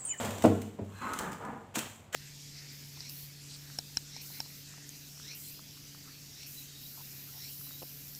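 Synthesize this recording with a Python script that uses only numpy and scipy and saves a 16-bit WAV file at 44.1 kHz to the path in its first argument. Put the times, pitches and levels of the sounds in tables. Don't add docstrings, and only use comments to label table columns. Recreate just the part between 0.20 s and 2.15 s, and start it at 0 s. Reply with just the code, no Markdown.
import sys
import numpy as np
from scipy import signal
from scipy.fft import rfft, irfft, next_fast_len
from scipy.io import wavfile
from scipy.ndimage import map_coordinates

SR = 44100
rng = np.random.default_rng(int(sys.argv[2]) if len(sys.argv) > 2 else 0)


def unload_wav(signal):
    wavfile.write(
        sys.argv[1],
        SR,
        np.round(np.clip(np.atleast_2d(signal).T, -1, 1) * 32767).astype(np.int16),
    )


def convert_level_to_amplitude(level_db):
    exponent = np.asarray(level_db, float) / 20
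    return 10 ** exponent


N = 85995
T = np.arange(N) / SR


def unit(x):
    return x / np.sqrt(np.mean(x ** 2) + 1e-20)


def along(points, hz):
    f, v = np.transpose(points)
    return np.interp(np.log(hz + 1), np.log(f + 1), v)


def level(rows):
    r = np.array(rows)
    return np.interp(T, r[:, 0], r[:, 1], left=-120, right=-120)


def filtered(x, response):
    m = next_fast_len(len(x) + SR // 4)
    spectrum = rfft(x, m) * response(np.fft.rfftfreq(m, 1 / SR))
    return irfft(spectrum, m)[:len(x)]


def grains(colour, rough_db, grain_s):
    knots = rng.standard_normal(int(N / SR / grain_s) + 4)
    lumps = convert_level_to_amplitude(rough_db * map_coordinates(knots, [T / grain_s]))
    return unit(filtered(lumps * rng.standard_normal(N), lambda hz: convert_level_to_amplitude(along(colour, hz))))


def ring(modes, t, rise_s, scatter=1):
    out = 0
    for hz, db, t60 in modes:
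        decay = convert_level_to_amplitude(db + rng.normal(0, 0.22) - 60 * t / t60)
        out = out + decay * np.sin(2 * np.pi * (hz * t + scatter * rng.random()))
    return out * (1 - np.exp(-t / rise_s))


def resonances(peaks, f):
    return sum(convert_level_to_amplitude(db) * 1j * f * w / (c * c - f * f + 1j * f * w) for c, w, db in peaks)


def kitchen(x, db):
    # frequency in Hz, t60 in seconds.
    decay_times = [(100, 0.89), (500, 0.41), (2000, 0.64), (8000, 0.32), (15000, 0.38)]
    hz, t, z = signal.stft(rng.standard_normal(SR * 3 // 4), SR, nperseg=256)
    fade = convert_level_to_amplitude(-60 * t / along(decay_times, hz)[:, None])
    tail = signal.istft(z * fade, SR, nperseg=256)[1]
    delayed = np.pad(x, (int(.006 * SR), 0))
    return x + convert_level_to_amplitude(db) * signal.fftconvolve(delayed, tail / np.linalg.norm(tail))[:len(x)]


def room_hum():
    # frequency in Hz, level in dB.
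    colour = [(18, -62), (30, -16), (98, -1.5), (280, -22.5), (780, -24), (2010, -35), (2230, -34),
              (7870, -50.5), (16000, -62)]
    return convert_level_to_amplitude(-51) * grains(colour, 0.21, 0.081)


def handling():
    # time in seconds, level in dB.
    bumps = [(.8, -75), (.83, -55), (.95, -64), (1.0, -43), (1.1, -57), (1.2, -66), (1.26, -54), (1.4, -70)]
    # frequency in Hz, level in dB.
    colour = [(20, -5), (40, 7), (70, -2), (130, -15), (250, -60)]
    return convert_level_to_amplitude(level(bumps)) * grains(colour, 3, .03)


def door_slide():
    # time in seconds, level in dB.
    travel = [(0, -33), (.076, -35), (.13, -39), (.18, -42.5), (.235, -44.5)]
    # frequency in Hz, level in dB.
    colour = [(35, -43), (60, -39), (87, 4), (158, -13), (220, 0.5), (292, -14), (643, -8.5), (883, -12.5),
              (4000, -31.5), (5200, -35), (8800, -120)]
    # frequency in Hz, level in dB.
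    hum_lines = [(96, -36.5), (222, -55)]
    drift = np.cumsum(rng.standard_normal((len(hum_lines), N)), axis=1) * 0.026
    hum = sum(convert_level_to_amplitude(db) * np.sin(2 * np.pi * hz * T + d) for (hz, db), d in zip(hum_lines, drift))
    return convert_level_to_amplitude(level(travel)) * grains(colour, 0.67, 0.0099) + hum * (T < travel[-1][0])


def door_blows():
    # start in seconds, level in dB, low-pass in Hz, rise in seconds, room level in dB.
    shutting = [
        (0.2406, -17, 1100, 0.0016, -8),
        (0.2496, -15.5, 695, 0.00069, -5.5),
        (0.2648, -21, 605, 0.00076, -12),
    ]
    settling = [
        (.588, -32.5, 700, 0.0039, -8),
        (0.601, -37.5, 400, 0.0056, -5),
        (.621, -34.5, 254, 0.0035, -8),
    ]
    # frequency in Hz, level in dB, t60 in seconds.
    panel = [(248, 4.5, 0.047), (299, 2, 0.06), (476, 4, 0.046), (529, 4, 0.041), (626, 6, 0.037),
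             (682, -0.5, 0.035), (780, -7, 0.026), (1346, -6, 0.028), (2200, -17, 0.018)]
    frame = [(201, 5.5, 0.076), (290, 4, 0.057), (412, 7, 0.041), (560, 1, 0.053), (664, -6, 0.11),
             (960, 1, .03)]
    # frequency in Hz, level in dB.
    contact = [(100, -23), (300, -4), (800, -10.5), (1500, -17.5), (3000, -19), (6000, -28), (16000, -70)]
    out = np.zeros(N)
    for blows, body in ((shutting, panel), (settling, frame)):
        for s, db, hz, rise_s, room_db in blows:
            t = np.clip(T - s, 0, None)
            crack = convert_level_to_amplitude(-2.5 - 60 * t / 0.084) * (1 - np.exp(-t / rise_s)) * grains(contact, 1, 0.0023)
            heard = kitchen(ring(body, t, rise_s, scatter=0.04) + crack, room_db)
            out += convert_level_to_amplitude(db) * filtered(heard, lambda f: 1 / (1 + 1j * f / hz))
    return out


def door_booms():
    # start in seconds, level in dB, build-up in seconds, tilt in dB per octave, phase scatter 0-1.
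    booms = [
        (.245, -22, 0.016, -1, 0.89),
        (.612, -36, 0.0046, -6, 0),
    ]
    # frequency in Hz, level in dB, t60 in seconds.
    room_modes = [(98.2, 5, 0.61), (214.8, 1, 0.58), (111.5, 9, 0.15), (104, -12, .3), (262, -1, 0.17),
                  (320.5, 1.5, 0.26), (400, -4, 0.54), (458, -5.5, 0.58), (505, 6, 0.15), (704, -18, 0.17),
                  (830, -40, 0.21), (540, -13, 0.25), (642, -10, .3), (976, -24, 0.52)]
    out = np.zeros(N)
    for s, db, rise_s, tilt_db, scatter in booms:
        modes = [(hz, g + tilt_db * np.log2(hz / 100), t60) for hz, g, t60 in room_modes]
        out += convert_level_to_amplitude(db) * ring(modes, np.clip(T - s, 0, None), rise_s, scatter)
    return out


def door():
    return (door_blows() + door_booms()) * (T < .794)


def dish():
    # frequency in Hz, level in dB, t60 in seconds.
    clay = [(136.5, -4, 0.11), (221, 0, 0.19), (247, -5, 0.17), (322, -4, 0.13), (501, -11, 0.077),
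            (652, -10, .06)]
    struck = ring(clay, np.clip(T - 1.566, 0, None), rise_s=0.0073)
    return convert_level_to_amplitude(-27.5) * kitchen(struck, -11.5)


def rustle():
    # time in seconds, level in dB.
    motion = [(0, -43), (.124, -49), (.298, -53.5), (.466, -60), (.6, -71), (.694, -64.5), (.792, -59.5),
              (.95, -52), (1.02, -51.5), (1.15, -61), (1.3, -67), (1.538, -74), (1.543, -55),
              (1.556, -36.5), (1.62, -49), (1.76, -58), (1.92, -76.5), (1.93, -46.5)]
    # frequency in Hz, level in dB.
    colour = [(880, -37), (1500, -13), (1780, -17), (3120, -3), (4870, -16), (7460, -1), (9950, -16),
              (14600, -12.5), (16000, -19.5)]
    return convert_level_to_amplitude(np.interp(T, *np.transpose(motion))) * grains(colour, 1.76, 0.0016)


def drag():
    # time in seconds, level in dB.
    over_dish = [(1.54, -53.5), (1.553, -49), (1.557, -35), (1.57, -38.5), (1.6, -42.5), (1.7, -55),
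                 (1.9, -77)]
    tug = [(1.9245, -63), (1.926, -48.5), (1.944, -42), (1.948, -28), (1.951, -21)]
    # frequency in Hz, level in dB.
    dish_colour = [(70, -28), (130, -12), (226, -10.5), (500, -8), (1150, -9), (2550, -14.5), (5000, -26),
                   (11000, -120)]
    tug_colour = [(88, -44.5), (150, -14), (320, -17), (550, -9), (1000, -18), (1260, -12), (1670, -5.5),
                  (2300, -15), (6000, -25), (7800, -45), (13200, -120)]
    sweep = convert_level_to_amplitude(level(over_dish)) * grains(dish_colour, 1.3, 0.0039)
    return sweep + convert_level_to_amplitude(level(tug)) * grains(tug_colour, 1.1, 0.002)


def snaps():
    # start in seconds, peak in dB, length in seconds, low edge in Hz.
    folds = [(0.047, -26, 0.0063, 2200), (0.0537, -30, 0.021, 2200), (0.106, -28, 0.013, 2200),
             (0.13, -40, 0.0081, 2200), (0.183, -28.5, 0.0059, 2200), (0.221, -21, 0.0091, 1120),
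             (0.237, -25, 0.014, 2200), (0.256, -25.5, 0.011, 2200), (0.3494, -41.5, 0.01, 2200),
             (0.416, -32.5, 0.014, 2200), (0.645, -49.5, 0.013, 2200), (.7861, -46, .008, 2970),
             (0.82, -41, .008, 2200), (0.934, -21, 0.0065, 2420), (.9385, -26, .006, 2430),
             (0.9877, -23.5, 0.014, 2200), (1.116, -38, 0.022, 2200), (1.129, -33, 0.013, 2200),
             (1.183, -58, 0.01, 2200), (1.249, -41.5, 0.011, 2200), (1.543, -45, 0.011, 2200),
             (1.5504, -32, 0.0068, 3000), (1.5549, -17.5, 0.0055, 2600), (1.5567, -14, 0.0034, 2630),
             (1.5596, -19.5, 0.0052, 2600), (1.571, -30, 0.0069, 2600), (1.5833, -22, 0.0086, 3000),
             (1.59, -18.5, .008, 2390), (1.593, -28, .01, 2200), (1.927, -35, 0.011, 2200),
             (1.9454, -18.5, 0.016, 2200)]
    # frequency in Hz, level in dB.
    colour = [(180, -30), (300, 0), (528, 9), (2520, -4), (4590, -13.5), (7690, -6.5), (11700, -20),
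              (14000, -15), (16000, -13.5)]
    out, t = np.zeros(N), np.arange(SR // 16) / SR
    for s, db, length, low_hz in folds:
        crackle = rng.standard_normal(len(t)) * convert_level_to_amplitude(6.5 * rng.standard_normal(len(t)))
        burst = unit(filtered(crackle, lambda f: convert_level_to_amplitude(along(colour, f)) / (1 + (low_hz / (f + 1)) ** 4)))
        burst *= convert_level_to_amplitude(db - 7 - 20 * t / length) * (1 - np.exp(-t / 0.001))
        heard = kitchen(np.pad(burst, (0, SR // 2)), -5)
        rest = out[round(s * SR):][:len(heard)]
        rest += heard[:len(rest)]
    return out


def squeak():
    # time in seconds, level in dB.
    swell = [(.72, -67), (.77, -55.5), (.83, -52), (.9, -52), (.95, -62)]
    # frequency in Hz, width in Hz, level in dB.
    bands = [(1640, 240, 2.5), (2535, 330, -1), (4050, 140, 0)]
    return convert_level_to_amplitude(level(swell)) * unit(filtered(rng.standard_normal(N), lambda f: resonances(bands, f) ** 2))


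def pull():
    # time in seconds, level in dB, roll resonance in Hz.
    motion = [(.68, -62.5, 1256), (.811, -51, 1250), (.816, -36, 1255), (.92, -37.5, 1103),
              (.98, -41.5, 1150), (.995, -35.5, 1160), (1.05, -35.5, 990), (1.12, -39, 1030),
              (1.19, -48, 1010), (1.225, -40.5, 1010), (1.3, -40, 840), (1.4, -49, 830),
              (1.535, -60.5, 830)]
    # frequency in Hz, level in dB.
    low_colour = [(40, -9), (200, -1), (340, -4.5), (460, -3), (820, -4), (1900, -16), (2300, -20),
                  (6000, -54)]
    high_colour = [(40, 1.5), (240, -8.5), (680, -17), (880, -9), (1300, -8), (2000, -19), (3000, -27),
                   (6500, -45)]
    # (Hz, width in Hz, dB over the colour).
    strokes = [
        (0.595, .985, [(246, 50, 4), (923, 32, 0), (1090, 110, 4.5), (1274, 45, 7), (1467, 64, 6.5), (2054, 170, 6)]),
        (.985, 1.2, [(198, 80, 4.5), (460, 83, -3), (867, 35, 6), (1215, 49, 7.5), (1394, 59, -1), (1560, 50, 0), (1690, 110, 4)]),
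        (1.201, 1.6, [(228, 50, 6.5), (458, 24, 6), (797, 32, 9), (980, 76, 7), (1216, 52, 6), (1444, 31, 5), (1690, 80, 1.5)]),
    ]
    centre_hz = np.interp(T, *np.array(motion)[:, [0, 2]].T)
    high = np.clip((centre_hz - 750) / 500, 0, 1)
    slips = np.sqrt(high) * grains(high_colour, 2.3, 0.002)
    slips += np.sqrt(1 - high) * grains(low_colour, 1.5, .002)
    slips *= convert_level_to_amplitude(level(motion) - 4.5)
    out = np.zeros(N)
    for start, end, peaks in strokes:
        stroke = slips * (T >= start) * (T < end)
        out += filtered(stroke, lambda f: 1 + resonances(peaks, f))
    return out


def scene():
    background = room_hum() + handling() + door_slide() + door()
    return (background + dish() + rustle() + drag() + snaps() + squeak() + pull())[None]


def low_pass(x):
    return signal.sosfilt(signal.butter(12, 16530, fs=SR, output="sos"), x)


def record(dry):
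    low = lambda hz: (1j * hz / 74 / (1 + 1j * hz / 74)) ** 3
    mix = filtered(dry[0], lambda hz: low(hz) / (1 + (hz / 15500) ** 90))[None]
    return low_pass(mix)


dry = scene()
out = record(dry)
unload_wav(out)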